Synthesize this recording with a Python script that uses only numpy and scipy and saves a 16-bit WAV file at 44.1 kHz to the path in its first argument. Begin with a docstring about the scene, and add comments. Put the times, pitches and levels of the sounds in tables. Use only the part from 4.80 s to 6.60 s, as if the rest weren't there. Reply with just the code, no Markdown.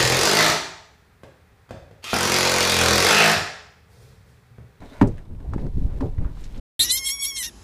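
"""Fish in a landing net

A fish thrashes in a landing net on a small boat at sea, heard close by for 1.8 s in one channel.
Struck modes make the net frame's knocks on the rail, the hull's boom and the fish's deck thuds.
Shaped noise makes the swishing, dragging and flicking wet mesh and the dull writhing on the hull;
narrow resonances make its zip over the hoop, short pulses the taps, gliding sines the low rumbles.
Wind buffets the microphone and puffs at it in rounded pulses over a faint wash of water,
and the hardest knock overloads it.
"""
import sys
import numpy as np
from scipy import signal
from scipy.fft import rfft, irfft
from scipy.io import wavfile
from scipy.ndimage import uniform_filter1d

SR = 44100
rng = np.random.default_rng(int(sys.argv[2]) if len(sys.argv) > 2 else 0)


def transcribe(signal):
    """Save signal, clipped to [-1, 1], as a 16-bit WAV file at the path in sys.argv[1]."""
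    frames = np.atleast_2d(signal).T
    limited = np.clip(frames, -1, 1)
    pcm = np.round(limited * 32767).astype(np.int16)
    wavfile.write(sys.argv[1], SR, pcm)


N = 79380  # samples, 1.8 s

# Every *_TONE table is a noise spectrum: frequency_hz, relative density_db (per Hz).
# Wash of water around the boat
SEA_TONE = [(30, 7.5), (200, -11), (500, -8.5), (1000, -2.5), (2000, -48), (4000, -91), (8000, -26),
            (15000, -34.5)]
SEA_DB = -59.5

# Wind strength at the microphone: time_s, level_db
WIND_LEVEL = [(0, -40), (.16, -50), (.24, -19), (.33, -29), (.44, -38), (.53, -28), (.625, -33.5),
              (.71, -28.5), (.85, -21.5), (.92, -29), (.97, -18), (1.07, -17), (1.11, -30), (1.25, -20.5),
              (1.35, -29.5), (1.42, -18.5), (1.54, -34.5), (1.64, -26), (1.7, -30.5), (1.8, -28.5)]
# Spectrum of the buffeting: frequency_hz, density_db
WIND_TONE = [(8, 9), (25, 7.5), (45, 1), (80, -7), (130, -9), (200, -18.5), (350, -27.5), (700, -50),
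             (2000, -71.5)]

# Mesh sliding on itself: time_s, level_db
SWISH_LEVEL = [(0, -61), (.09, -57.5), (.14, -57.5), (.2, -57), (.33, -63), (.5, -71), (.7, -65.5),
               (.82, -61.5), (.91, -65.5), (1.04, -61.5), (1.1, -64), (1.24, -59.5), (1.35, -66),
               (1.53, -64.5), (1.59, -56), (1.645, -56), (1.69, -59), (1.775, -57.5), (1.8, -60)]
# Spectrum of the swish: frequency_hz, density_db
SWISH_TONE = [(800, -2.5), (2000, 2), (3300, -1), (3900, 0.5), (4500, -3), (7500, -8), (11000, -13.5),
              (15000, -17)]
SWISH_GRAINS_PER_S, SWISH_SPREAD_DB = 6700, 2

# Net dragging over the boards: time_s, level_db
DRAG_LEVEL = [(0, -52.5), (.04, -42), (.09, -53), (.13, -45.5), (.19, -52.5), (.3, -51.5), (.45, -54.5),
              (.51, -55), (.57, -56), (.72, -48.5), (.86, -45.5), (.91, -73), (1.04, -52), (1.12, -48),
              (1.25, -49.5), (1.34, -53), (1.44, -46.5), (1.49, -53), (1.73, -55.5), (1.78, -43),
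              (1.8, -44)]
# Spectrum of the drag: frequency_hz, density_db
DRAG_TONE = [(80, 6.5), (250, 6.5), (550, 2), (1000, -7), (2000, -17), (3500, -28), (8000, -47)]
DRAG_FLUTTER_DB, DRAG_FLUTTER_S = 2.5, 0.02  # spread of the catches, time between them

# Mesh running over the hoop: time_s, hoop_ring_db, zip_db, zip_pitch_hz
HOOP_RUN = [(0, -69, -56.5, 3880), (0.023, -48.5, -80, 3980), (0.061, -61.5, -66, 3810),
            (0.099, -61, -63.5, 3670), (0.137, -49, -56.5, 3890), (.165, -49.5, -86, 4000),
            (0.201, -47, -75, 4000), (.26, -92, -93, 3900)]
# Hoop resonances: frequency_hz, width_hz, relative level_db
HOOP_MODES = [(635, 110, 0), (970, 110, -2.5), (1440, 170, -4.5), (1755, 220, -7.5), (2184, 350, -6.5)]
ZIP_WIDTH_HZ = 310

# Knocks of the net frame on the rail: start_s, boom_db, clack_db, clack_pitch_hz, clack_t60_s, crack_db
KNOCKS = [(0.019, -36, -36, 655, 0.038, -49), (0.2131, -1.5, -8.5, 930, 0.031, -20),
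          (0.224, -38, -31.5, 980, 0.028, -29), (0.2298, -22.5, -22, 930, 0.028, -59),
          (0.602, -38, -59, 1170, 0.023, -49), (0.7356, -32, -32.5, 930, 0.021, -40),
          (0.742, -41, -30.5, 860, 0.037, -49), (0.7799, -27.5, -33.5, 944, 0.019, -44),
          (0.831, -38, -38.5, 576, 0.021, -69), (1.2067, -22.5, -32.5, 1053, 0.027, -35),
          (1.381, -42, -45, 1940, 0.027, -48), (1.447, -33.5, -33, 1240, 0.0093, -71)]
# Rail modes: multiple of the clack pitch (ratio), level_db, share of the clack t60 (ratio)
RAIL_MODES = [(.8, -14, .8), (1, 0, 1), (1.1, -10, 1.1), (1.5, -15, 1), (1.9, -19, .7), (2.45, -26, .8)]
# Spectrum of the crack: frequency_hz, density_db
CRACK_TONE = [(300, 5), (1500, 9.5), (3000, -5.5), (5500, -12.5), (7900, -17.5), (9500, -23), (15000, -29)]
RAIL_RISE_S, CRACK_RISE_S, CRACK_T60_S = .0004, .0006, .05
SLAP_DB, SLAP_T60_S, SLAP_OCTAVES = -21, 0.064, 0.45  # level against the clack, decay, spread

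# Main hull modes: frequency_hz, level_db, t60_s
HULL_MODES = [(107, -12, 0.28), (205.4, -1.5, 0.1), (250, -1.5, 0.085), (273.4, -1.5, 0.12),
              (340, -37, 0.047), (393.8, -14.5, 0.18), (500, -22, 0.07), (569.5, -19, 0.18),
              (601, -24.5, 0.17), (793, -32, 0.11), (826, -23.5, 0.11), (886, -9.5, 0.037),
              (950, -21, 0.094), (1367, -44, 0.2)]
HULL_DELAY_S, HULL_RISE_S = 0.001884, 0.0036
# Dense ringing of planks and gear: frequency_hz, density_db, t60_s
PLANKS = [(50.3, -22, 0.27), (129, 5, 0.4), (288, -4, 0.26), (560, -8.5, 0.21), (970, -18, 0.24),
          (1640, -23.5, 0.15), (3000, -41, 0.26), (8040, -57, 0.036)]
PLANKS_DB, PLANKS_RISE_S = -16, .01

# Thuds of the fish on the deck boards: start_s, level_db
THUDS = [(0.047, -41), (0.114, -34), (0.336, -38), (0.778, -21.5), (0.835, -28.5), (0.858, -28),
         (1.013, -28.5), (1.2147, -12.5), (1.24, -31), (1.312, -36.5), (1.38, -33), (1.776, -36)]
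# Deck modes before detuning: frequency_hz, level_db, t60_s
DECK_MODES = [(266, 2.5, 0.082), (365, -13.5, 0.15), (433.6, -14.5, 0.21), (506, -21, 0.19),
              (571, -15, 0.15), (751, -28, 0.29), (945, -27.5, 0.17), (1038, -30, .11)]
DECK_RISE_S, DECK_DETUNE = 0.009, 0.023  # detune: largest fraction up or down

# Flicks and scuffs of wet mesh: start_s, level_db, t60_s, centre_hz
FLICKS = [(0.2175, -34, 0.011, 6100), (0.231, -58, .014, 6600), (0.268, -23, 0.13, 320),
          (0.272, -46, 0.063, 6270), (0.379, -49.5, 0.11, 1700), (0.378, -58.5, 0.061, 6840),
          (0.451, -59, 0.039, 3000), (0.495, -43, 0.21, 267), (0.548, -57, 0.035, 2170),
          (0.643, -42.5, 0.094, 490), (0.7344, -52.5, .04, 6000), (0.782, -51, 0.14, 1570),
          (0.795, -56.5, 0.094, 3470), (0.866, -49.5, 0.013, 5000), (0.971, -40, 0.033, 430),
          (1.158, -59, 0.028, 530), (1.21, -52, 0.043, 4460), (1.208, -40.5, 0.045, 1160),
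          (1.221, -36, 0.2, 670), (1.265, -56, 0.028, 3500), (1.449, -50, 0.28, 1190),
          (1.569, -50.5, 0.066, 1150), (1.605, -59.5, 0.12, 7600), (1.638, -48.5, 0.11, 5060),
          (1.743, -53.5, 0.17, 2920), (1.776, -51.5, 0.043, 5000)]
FLICK_RISE_S, FLICK_OCTAVES = .001, 0.51

# Dry taps of the hoop and of knots in the mesh: centre_s, level_db, pitch_hz
TAPS = [(0.3735, -44, 3020), (0.382, -42.5, 2540), (0.7362, -20, 1060), (0.7825, -36, 1080),
        (0.868, -37.5, 1200), (1.2078, -42, 855), (1.211, -27.5, 740), (1.6444, -32, 5170)]
TAP_REBOUND = .9

# Low rumbling glides, as of water sloshing under the hull: start_s, length_s, level_db, from_hz, to_hz
RUMBLES = [(0.478, .09, -34.5, 117.8, 45.4), (0.646, .1, -24.5, 34.3, 109.5)]

# Bouts of writhing against the hull: start_s, length_s, level_db
WRITHES = [(0.693, 0.088, -37), (0.802, 0.097, -30.5), (0.949, 0.087, -43), (1.092, 0.17, -40),
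           (1.219, 0.08, -30.5), (1.359, 0.12, -41.5)]
# Spectrum of the writhing: frequency_hz, density_db
WRITHE_TONE = [(50, -56), (130, 5.5), (250, -4.5), (420, -8.5), (600, -19), (1200, -43), (3000, -89)]

# Dull low puffs of wind at the microphone: centre_s, level_db, half_width_s
PUFFS = [(0.763, -11, 0.00092), (0.815, -20, 0.007), (0.844, -35, 0.0037), (0.863, -21.5, 0.0028),
         (0.957, -13, 0.0054), (0.9729, -12, 0.0023), (0.983, -15.5, 0.001), (1.026, -19.5, 0.0012),
         (1.05, -10, 0.004), (1.125, -19.5, 0.0028), (1.244, -16.5, 0.002), (1.162, -31, .0015),
         (1.379, -22, .0018), (1.389, -10.5, 0.003), (1.41, -23, 0.0018), (1.429, -22.5, 0.00092),
         (1.457, -22.5, 0.0036), (1.784, -29, 0.0011)]
PUFF_REBOUND, PUFF_BOOM_DB = 0.49, -33  # boom level against the puff

# Microphone: overload ceiling as a share of full scale, upper band edge in Hz
OVERLOAD, EDGE_HZ = .71, 15350


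def amp(db):
    """Decibels to gain."""
    return 10 ** (np.asarray(db) / 20)


def unit(x):
    """Scales to rms 1."""
    return x / np.sqrt(np.mean(x ** 2) + 1e-20)


def read(points, hz, column=1):
    """Reads a table column on a log-frequency axis."""
    p = np.array(points)
    return np.interp(np.log(hz + 1), np.log(p[:, 0] + 1), p[:, column])


def level(points):
    """Gain over time from time_s, level_db points."""
    return amp(np.interp(np.arange(N) / SR, *np.transpose(points)))


def rise(t, rise_s):
    """Exponential approach to full strength, softening an onset."""
    return 1 - np.exp(-t / rise_s)


def colour(x, tone):
    """Gives x a spectrum, at rms 1."""
    gain = amp(read(tone, np.fft.rfftfreq(len(x), 1 / SR)))
    return unit(irfft(rfft(x) * gain, len(x)))


def noise(tone, size=N):
    """Coloured noise at rms 1."""
    return colour(rng.standard_normal(size), tone)


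def splash(t, hz, octaves):
    """A band of spray around a centre pitch, bell-shaped in octaves, at rms 1."""
    bins = np.fft.rfftfreq(len(t), 1 / SR) + 1
    band = np.exp(-.5 * (np.log2(bins / hz) / octaves) ** 2)
    return unit(irfft(rfft(rng.standard_normal(len(t))) * band, len(t)))


def whistle(hz, width_hz):
    """Noise in one narrow resonance, fixed or gliding, at rms 1."""
    lowpass = signal.butter(2, width_hz / 2, fs=SR, output="sos")
    waver = signal.sosfilt(lowpass, rng.standard_normal((2, N)))
    phase = 2 * np.pi * np.cumsum(hz * np.ones(N)) / SR
    return unit(waver[0] * np.cos(phase) + waver[1] * np.sin(phase))


def pulse(u, rebound):
    """A rounded push with a rebound on either side; u is time in half widths."""
    return (1 - rebound * u ** 2) * np.exp(-.5 * u ** 2)


def ring(modes, t):
    """Struck modes: sines that each die away by 60 dB in their t60."""
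    return sum(amp(db - 60 * t / t60) * np.sin(2 * np.pi * hz * t) for hz, db, t60 in modes)


def add(mix, start_s, sound):
    """Mixes a sound in at a time, cut at the end of the mix."""
    part = mix[max(round(start_s * SR), 0):][:len(sound)]
    part += sound[:len(part)]


def sea():
    """Faint steady wash of water: coloured noise."""
    return amp(SEA_DB) * noise(SEA_TONE)


def wind(steady_s=0.064):
    """Low buffeting at the microphone, evened out so that it follows the strength of the gusts."""
    eddies = noise(WIND_TONE)
    power = abs(uniform_filter1d(eddies ** 2, int(steady_s * SR)))
    return level(WIND_LEVEL) * eddies / np.sqrt(power + 1e-6)


def swish():
    """Wet mesh sliding: a dense scatter of random grains of uneven strength."""
    present = rng.random(N) < SWISH_GRAINS_PER_S / SR
    strength = amp(SWISH_SPREAD_DB * np.minimum(rng.exponential(1, N), 4))
    grains = rng.standard_normal(N) * strength * present
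    return level(SWISH_LEVEL) * colour(grains, SWISH_TONE)


def drag():
    """Net dragging over the boards: dull noise whose level wavers as it catches."""
    steps = np.arange(N) / SR / DRAG_FLUTTER_S
    catches = np.interp(steps, np.arange(N), rng.standard_normal(N))
    return level(DRAG_LEVEL) * amp(DRAG_FLUTTER_DB * catches) * noise(DRAG_TONE)


def hoop_run():
    """Mesh running over the hoop rubs its resonances and zips at a gliding pitch."""
    t = np.arange(N) / SR
    at, *columns = np.transpose(HOOP_RUN)
    ring_db, zip_db, zip_hz = (np.interp(t, at, column) for column in columns)
    rub = unit(sum(amp(db) * whistle(hz, width_hz) for hz, width_hz, db in HOOP_MODES))
    return amp(ring_db) * rub + amp(zip_db) * whistle(zip_hz, ZIP_WIDTH_HZ)


def hull(t):
    """The hull's main modes, with the dense ring of planks building up more slowly behind them."""
    hz, at, spectrum = signal.stft(noise(PLANKS, size=len(t)), SR, nperseg=512)
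    # each frequency band of the noise dies away at its own rate
    decay = amp(-60 * at / read(PLANKS, hz, column=2)[:, None])
    planks = signal.istft(spectrum * decay, SR, nperseg=512)[1][:len(t)]
    main = ring(HULL_MODES, t) * rise(t, HULL_RISE_S)
    return main + amp(PLANKS_DB) * planks * rise(t, PLANKS_RISE_S)


def knocks():
    """Each blow cracks, slaps and clacks the rail, and a moment later pushes the hull in so that it booms."""
    out, t = np.zeros(N), np.arange(SR // 2) / SR
    for start_s, boom_db, clack_db, hz, t60, crack_db in KNOCKS:
        modes = [(ratio * hz, db, share * t60) for ratio, db, share in RAIL_MODES]
        clack = ring(modes, t) * rise(t, RAIL_RISE_S)
        slap = amp(SLAP_DB - 60 * t / SLAP_T60_S) * splash(t, hz, SLAP_OCTAVES)
        crack_level = amp(crack_db - 60 * t / CRACK_T60_S) * rise(t, CRACK_RISE_S)
        crack = crack_level * noise(CRACK_TONE, size=len(t))
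        add(out, start_s, amp(clack_db) * (clack + slap) + crack)
        add(out, start_s + HULL_DELAY_S, -amp(boom_db) * hull(t))  # minus: the hull moves inward
    return out


def thuds():
    """The fish lands solidly on the deck and sets the boards' modes ringing."""
    out, t = np.zeros(N), np.arange(SR // 2) / SR
    for start_s, db in THUDS:
        # each spot on the boards rings a little differently, in pitch and in decay
        spot = 1 + DECK_DETUNE * (2 * rng.random() - 1)
        add(out, start_s, amp(db) * ring(DECK_MODES, t * spot) * rise(t, DECK_RISE_S))
    return out


def flicks():
    """Single flicks and scuffs of wet mesh: decaying bands of noise."""
    out, t = np.zeros(N), np.arange(SR // 5) / SR
    for start_s, db, t60, hz in FLICKS:
        envelope = amp(db - 60 * t / t60) * rise(t, FLICK_RISE_S)
        add(out, start_s, envelope * splash(t, hz, FLICK_OCTAVES))
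    return out


def taps():
    """Hoop and knots tap dryly: one short pulse each, narrower the higher the pitch."""
    t = np.arange(N) / SR
    return sum(amp(db) * pulse((t - centre_s) * np.sqrt(2) * np.pi * hz, TAP_REBOUND)
               for centre_s, db, hz in TAPS)


def rumbles():
    """Low rumbling sines, as of water sloshing under the hull, that swell, fade and glide in pitch."""
    out = np.zeros(N)
    for start_s, length_s, db, from_hz, to_hz in RUMBLES:
        u = np.arange(0, length_s, 1 / SR) / length_s
        phase = 2 * np.pi * np.cumsum(from_hz + (to_hz - from_hz) * u) / SR
        add(out, start_s, amp(db) * np.sqrt(np.sin(np.pi * u)) * np.sin(phase))
    return out


def writhes():
    """The fish writhes against the hull: dull noise that swells and fades."""
    out, t = np.zeros(N), np.arange(N) / SR
    for start_s, length_s, db in WRITHES:
        swell = np.sin(np.pi * np.clip((t - start_s) / length_s, 0, 1))
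        out += amp(db) * swell * noise(WRITHE_TONE)
    return out


def puffs():
    """Dull low puffs of wind at the microphone: rounded pulses with a faint boom."""
    out, t = np.zeros(N), np.arange(N) / SR
    for centre_s, db, half_width_s in PUFFS:
        out += amp(db) * pulse((t - centre_s) / half_width_s, PUFF_REBOUND)
        add(out, centre_s, amp(db + PUFF_BOOM_DB) * hull(t[:SR // 2]))
    return out


def scene():
    """Boat, fish, net, wind and water in one channel."""
    water = sea() + rumbles()
    air = wind() + puffs()
    net = swish() + drag() + hoop_run() + flicks() + taps()
    fish = thuds() + writhes()
    return (water + air + net + knocks() + fish)[None]


def record(dry, low_hz=14):
    """The microphone: low cut, overload on the hardest knock, soft ends, then the band limit."""
    low_cut = signal.butter(1, low_hz, "high", fs=SR, output="sos")
    x = signal.sosfilt(low_cut, dry)
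    x = x / (1 + (x / OVERLOAD) ** 8) ** (1 / 8)  # nearly linear up to a firm ceiling
    x = x * signal.windows.tukey(N, .004)
    band_limit = signal.firwin(511, EDGE_HZ, window=("kaiser", 9), fs=SR)
    return signal.oaconvolve(x, band_limit[None], "same")


dry = scene()
out = record(dry)
transcribe(out)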